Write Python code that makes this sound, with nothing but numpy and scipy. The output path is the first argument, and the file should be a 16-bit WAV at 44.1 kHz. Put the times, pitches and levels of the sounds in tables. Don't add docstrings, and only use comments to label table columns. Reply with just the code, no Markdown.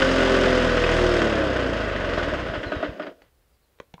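import sys
import numpy as np
from scipy import signal
from scipy.fft import rfft, irfft
from scipy.io import wavfile
from scipy.ndimage import uniform_filter1d

SR = 44100
rng = np.random.default_rng(int(sys.argv[2]) if len(sys.argv) > 2 else 0)


def wav_record(signal):
    frames = np.transpose(np.atleast_2d(signal))
    bounded = np.clip(frames, -1, 1)
    quanta = np.round(bounded * 32767).astype(np.int16)
    wavfile.write(sys.argv[1], SR, quanta)


N = 176400


def undb(db):
    return 10 ** (np.asarray(db) / 20)


def unit(x):
    return x / np.sqrt(np.mean(x ** 2))


def curve(table, column):
    rows = np.array(table, float)
    return np.interp(np.arange(N) / SR, rows[:, 0], rows[:, column])


def noise():
    return rng.standard_normal(N)


def wander(samples):
    return unit(uniform_filter1d(noise(), size=samples))


def ticks(per_s=2500, spread_db=.5):
    signs = (rng.random(N) < per_s / SR) * np.sign(noise())
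    return unit(signs * undb(spread_db * np.minimum(rng.exponential(size=N), 4)))


def impulses(times, sizes):
    out, at = np.zeros(N), np.clip(np.asarray(times) * SR, 0, N - 2)
    i = at.astype(int)
    np.add.at(out, i, sizes * (1 - at + i))
    np.add.at(out, i + 1, sizes * (at - i))
    return out


def conv(x, response):
    return signal.fftconvolve(x, response)[:N]


def colour(x, points, size=4096):
    hz, db = np.array(points, float).T
    bins_hz = np.maximum(np.arange(size // 2 + 1) * SR / size, 1)
    gain = undb(np.interp(np.log(bins_hz), np.log(hz), db))
    cepstrum = irfft(np.log(gain))
    cepstrum[1:size // 2] *= 2
    cepstrum[size // 2 + 1:] = 0
    response = irfft(np.exp(rfft(cepstrum)))
    return conv(x, response / np.linalg.norm(response))


def no_bass(x, cut_hz=145):
    return signal.sosfilt(signal.butter(4, cut_hz, "high", fs=SR, output="sos"), x)


def briskness(speed, slow_hz=11, brisk_hz=20):
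    return np.clip((speed - slow_hz) / (brisk_hz - slow_hz), 0, 1)


# (time [s], speed [turns/s])
SHAFT_SPEED = [(0.0, 44.42), (0.15, 43.89), (0.3, 43.62), (0.45, 43.06), (0.62, 41.58), (0.8, 40.78),
               (0.95, 40.48), (1.12, 39.76), (1.3, 36.62), (1.6, 30.43), (2.0, 23.54), (2.3, 18.94),
               (2.5, 12.89), (2.78, 9.27), (2.92, 6.03), (3.1, 0.0)]


def shaft():
    speed = curve(SHAFT_SPEED, 1)
    return speed, np.cumsum(speed) / SR


# (time [s], thump [dB], silencer [dB], clatter [dB], hiss [dB])
ENGINE_LEVELS = [(0, -34.5, -24, -25.5, -40), (0.4, -33, -22.5, -25, -40.5),
                 (0.7, -32, -23.5, -26.5, -42.5), (1.05, -29, -23, -27, -41),
                 (1.25, -35.5, -22, -28.5, -44), (1.45, -35, -23.5, -30, -48.5),
                 (1.7, -35.5, -24, -31.5, -49.5), (2, -37, -27.5, -32, -53.5),
                 (2.2, -36.5, -24, -33, -50.5), (2.45, -37.5, -28, -33.5, -51.5),
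                 (2.65, -41.5, -31.5, -37, -51), (2.85, -38.5, -30, -35.5, -53.5),
                 (2.95, -53, -36, -46, -59.5), (3.08, -55, -32.5, -53, -60.5), (3.16, -65, -54.5, -76, -73),
                 (3.3, -83, -62, -52, -70)]


def thump(t, turns, speed, gulp_turns=.063, longest_s=.0017, rebound_turns=.17, gain_db=4.5):
    width = np.minimum(gulp_turns, longest_s * np.maximum(speed, 1))
    coasting = np.clip(t - 1.1, 0, 1)
    pulse = lambda place: np.exp(-.5 * (((turns - place + .5) % 1 - .5) / width) ** 2)
    gulp = lambda place: .36 * np.sqrt(coasting) * pulse(place + rebound_turns) - pulse(place)
    shake = .18 * (1 - coasting) ** 2 * np.cos(2 * np.pi * turns)
    air = gulp(0) * briskness(speed) + .51 * coasting * gulp(.5) - shake
    air = signal.sosfiltfilt(signal.butter(4, 36.2, "high", fs=SR, output="sos"), air)
    local_rms = np.sqrt(uniform_filter1d(air ** 2, size=SR // 4) + .001)
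    return air / local_rms * undb(curve(ENGINE_LEVELS, 1) + gain_db)


PORT_EDGES = [(-.14, 0.66, 0.81), (0.144, -0.93, -0.34), (0.489, 0.74, .2)]
# (frequency [Hz], gain [dB])
SILENCER_RESPONSE = [(60, -42.5), (130, -22.5), (200, -5), (290, -2), (420, -3), (540, 0.5), (660, 1.5),
                     (760, -16.5), (1000, -19), (1500, -16.5), (2500, -34), (6000, -75.5)]


def silencer(t, turns, speed, ignition_off_s=1.15, fade_s=.4, jitter_s=.00013, kick_db=-2.5, rush_db=-4):
    coasting = np.clip((t - ignition_off_s) / fade_s, 0, 1)
    kicks = 0
    for place, firing, unfired in PORT_EDGES:
        times = np.interp(np.arange(1, int(turns[-1])) + place, turns, t)
        strength = np.interp(times, t, firing + (unfired - firing) * coasting)
        kicks += impulses(times + jitter_s * rng.standard_normal(len(times)), strength)
    kicks *= briskness(speed) * np.sqrt(SR / (2 * np.maximum(speed, 20)))
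    flow = undb(kick_db) * kicks + undb(rush_db) * no_bass(noise())
    return colour(flow * undb(curve(ENGINE_LEVELS, 2)), SILENCER_RESPONSE)


# (time [s], order 6 [dB], order 9 [dB], order 12 [dB], order 16 [dB])
BLADE_LEVELS = [(0, -22.5, -30.5, -17.5, -34.5), (0.15, -20, -30, -25.5, -38), (0.3, -23, -21, -26.5, -46),
                (0.5, -22, -22, -20, -20.5), (0.7, -24.5, -41, -25, -28.5), (0.87, -37, -42, -20.5, -32.5),
                (1.02, -40.5, -18.5, -25.5, -33), (1.25, -23.5, -27, -32, -36.5),
                (1.5, -45, -28.5, -37.5, -32.5), (2.0, -45, -47.5, -30, -48.5)]


def blade_drone(turns, speed, chute_turns=.1413, silent_hz=24, full_hz=31.3, gain_db=-5):
    out = 0
    for column, order in enumerate((6, 9, 12, 16), start=1):
        flicker_db = wander(int(.03 * SR))
        level = undb(curve(BLADE_LEVELS, column) + gain_db + flicker_db)
        out -= np.sqrt(2) * level * np.cos(2 * np.pi * order * (turns - chute_turns))
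    return out * np.clip((speed - silent_hz) / (full_hz - silent_hz), 0, 1)


# (frequency [Hz], gain [dB])
METAL_SPECTRUM = [(200, 4), (600, -8.5), (800, -2.5), (1000, 0.5), (1250, 3.5), (1380, 1.5), (1500, 7.5),
                  (1650, 2.5), (1950, 2.5), (2250, -5), (2700, -3), (3150, -4.5), (3700, -13),
                  (5000, -20.5), (9000, -74)]
# (frequency [Hz], gain [dB])
HISS_SPECTRUM = [(1500, -34), (3000, 3), (3600, 1.5), (4200, -5.5), (5000, 0), (5800, -7.5), (6700, -8.5),
                 (7400, -14.5), (8200, -16), (10000, -26), (11500, -38), (15000, -36)]


def clatter(turns, speed, lead_turns=.024, decay_turns=.8, hiss_gain_db=3):
    cycle = turns + lead_turns + 1
    scatter_db = noise()[cycle.astype(int)]
    burst = briskness(speed) * np.exp(-(cycle % 1) / decay_turns) * undb(scatter_db)
    metal = ticks() * unit(1 + .99 * burst) * undb(curve(ENGINE_LEVELS, 3))
    hiss = (ticks() + noise()) / np.sqrt(2) * unit(1 + 2.8 * burst)
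    hiss *= undb(curve(ENGINE_LEVELS, 4) + hiss_gain_db)
    return no_bass(colour(metal, METAL_SPECTRUM) + colour(hiss, HISS_SPECTRUM))


# (frequency [Hz], gain [dB])
GARDEN_SPECTRUM = [(15, -28.5), (25, -3.5), (59, 4.5), (196, -13.5), (558, -11), (637, -15.5), (2300, -22),
                   (3730, -24.5), (4040, -23.5), (5880, -29), (15000, -27)]


def garden(level_db=-65):
    return undb(level_db) * unit(colour(noise(), GARDEN_SPECTRUM))


# (time [s], crack [dB], clink [Hz], clink [dB])
BLADE_STRIKES = [(.02, -13, 2700, -27), (.225, -20, 3600, -31), (.778, -20, 2900, -27),
                 (.839, -17, 2550, -20), (.988, -21, 1770, -25), (1.218, -17, 1560, -18)]


def strikes(t, decay_s=.005, clink_t60_s=.04, pair_ratio=1.11):
    times, crack_db, _, _ = np.array(BLADE_STRIKES).T
    envelope = conv(impulses(times, undb(crack_db)), np.exp(-t / decay_s))
    out = colour(envelope * noise(), METAL_SPECTRUM)
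    for when, _, hz, clink_db in BLADE_STRIKES:
        age = np.clip(t - when, 0, 1)
        phase = 2 * np.pi * hz * age
        out += undb(clink_db - 60 * age / clink_t60_s) * (np.sin(phase) + .5 * np.sin(pair_ratio * phase))
    return no_bass(out)


# (time [s], rattle [dB], ring [dB])
ENGINE_KNOCKS = [(1.558, -20, -22), (1.592, -30, -22), (1.809, -19, -21), (2.130, -21, -36),
                 (2.177, -15, -26), (2.228, -17, -26), (2.28, -25, -23), (2.335, -20, -22),
                 (2.392, -24, -22), (2.464, -22, -32), (2.485, -24, -27), (2.534, -22, -26),
                 (2.55, -19.5, -23), (2.63, -17.5, -24), (2.719, -19, -15.5), (2.753, -26, -29),
                 (2.827, -20.5, -13.5), (2.845, -25, -32), (2.996, -23.5, -19), (3.019, -27.5, -32),
                 (3.066, -28.5, -31)]
# (frequency [Hz], gain [dB], t60 [s])
MAIN_MODES = [(620, 6.5, .052), (665, -2, .045)]
# (frequency [Hz], gain [dB], t60 [s])
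WEAK_MODES = [(302.5, -8, 0.15), (380, -7.5, 0.079), (527, -21, 0.082), (600, -13.5, 0.032),
              (1245, -9.5, 0.075), (1457, -7.5, 0.084), (1600, -10, 0.05), (1980, -21, 0.073),
              (2740, -37, 0.029)]


def knocks(t, push_s=.0062, rattle_s=.02, rattle_gain_db=-10, hiss_gain_db=-34.5, size=13000):
    age, ring = t[:size], np.zeros(N + size)
    push = 1 - np.exp(-age / push_s)
    for when, _, ring_db in ENGINE_KNOCKS:
        for hz, mode_db, t60 in [*MAIN_MODES, *WEAK_MODES]:
            detuned_hz = hz * (1 + .012 * rng.standard_normal())
            envelope = push * undb(ring_db + mode_db - 60 * age / t60)
            ring[int(when * SR):][:size] += envelope * np.sin(2 * np.pi * detuned_hz * age)
    times, rattle_db, _ = np.array(ENGINE_KNOCKS).T
    shake = conv(impulses(times, undb(rattle_db)), np.exp(-age / rattle_s))
    rattle = undb(rattle_gain_db) * no_bass(colour(shake * ticks(), METAL_SPECTRUM))
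    hiss = undb(hiss_gain_db) * colour(shake * noise(), HISS_SPECTRUM)
    return ring[:N] + rattle + hiss


# (time [s], pitch [Hz], level [dB])
HIGH_CHIRPS = [(2.155, 4300, -49), (3.035, 4850, -57), (3.545, 4700, -75), (3.64, 4200, -73)]


def chirps(t, width_s=.014, fall_hz_per_s=4000):
    out, waver = 0, 1 + .05 * wander(60)
    for when, hz, db in HIGH_CHIRPS:
        pitch_hz = (hz - fall_hz_per_s * (t - when)) * waver
        envelope = undb(db) * np.exp(-.5 * ((t - when) / width_s) ** 2)
        out += envelope * np.sin(2 * np.pi * np.cumsum(pitch_hz) / SR)
    return out


# (time [s], pitch [Hz], level [dB])
SHAFT_SQUEAK = [(2.65, 4300, -60), (2.675, 4100, -44), (2.71, 3950, -52), (2.78, 3800, -52),
                (2.86, 3680, -57), (2.92, 3620, -68)]


def squeak(t):
    hz = curve(SHAFT_SQUEAK, 1) * (1 + .021 * wander(60))
    gate = (t > SHAFT_SQUEAK[0][0]) * (t < SHAFT_SQUEAK[-1][0])
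    return gate * undb(curve(SHAFT_SQUEAK, 2)) * np.sin(2 * np.pi * np.cumsum(hz) / SR)


# (time [s], snap [dB], body [Hz], body [dB], body t60 [s])
SETTLING_CLICKS = [(3.219, -46, 1100, -58, .03), (3.22, -48, 4500, -59, .04), (3.787, -54, 3700, -56, .015),
                   (3.8, -34, 1050, -29, .014), (3.801, -48, 540, -25, .014), (3.9395, -35, 170, -30, .028),
                   (3.941, -46, 520, -40, .03), (3.979, -65, 1020, -37, .022), (3.989, -62, 950, -46, .02),
                   (3.995, -60, 1200, -44, .02)]
# (frequency [Hz], gain [dB])
SNAP_SPECTRUM = [(100, -17), (450, 0), (1100, -5.5), (2000, -3), (3500, -10.5), (4700, -25), (6000, -21),
                 (7000, -26), (9000, -45), (15000, -45)]


def clicks(t, snap_s=.002, tail_s=.0076, tail_db=-19, lag_s=.00175, chatter_s=.012, chatter_db=-44):
    out, ring_t = 0, t[:4096]
    for when, snap_db, hz, body_db, t60 in SETTLING_CLICKS:
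        age = np.maximum(t - when, 0)
        snap = (age > 0) * noise() * (np.exp(-age / snap_s) + undb(tail_db) * np.exp(-age / tail_s))
        chatter = undb(chatter_db) * (age > 0) * noise() * np.exp(-age / chatter_s)
        contact = impulses([when + lag_s], .83) + chatter
        body = undb(body_db - 60 * ring_t / t60) * np.sin(2 * np.pi * hz * ring_t)
        out += undb(snap_db) * no_bass(colour(snap, SNAP_SPECTRUM)) + conv(contact, body)
    return out


def echo(x, t, delay_s=.006, decay_s=.02, gain_db=-15):
    scatter = noise() * np.exp(-t / decay_s) * (t > delay_s)
    return undb(gain_db) * conv(x, scatter / np.linalg.norm(scatter))


def scene():
    t = np.arange(N) / SR
    speed, turns = shaft()
    running = np.clip((ENGINE_LEVELS[-1][0] - t) / .07, 0, 1)
    hum = running * (thump(t, turns, speed) + blade_drone(turns, speed))
    near = running * (silencer(t, turns, speed) + clatter(turns, speed))
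    near += strikes(t) + knocks(t) + chirps(t) + squeak(t) + clicks(t)
    return (hum + near + echo(near, t) + garden())[None]


def record(dry):
    return signal.sosfilt(signal.ellip(10, .2, 70, 15650, fs=SR, output="sos"), dry)


dry = scene()
out = record(dry)
wav_record(out)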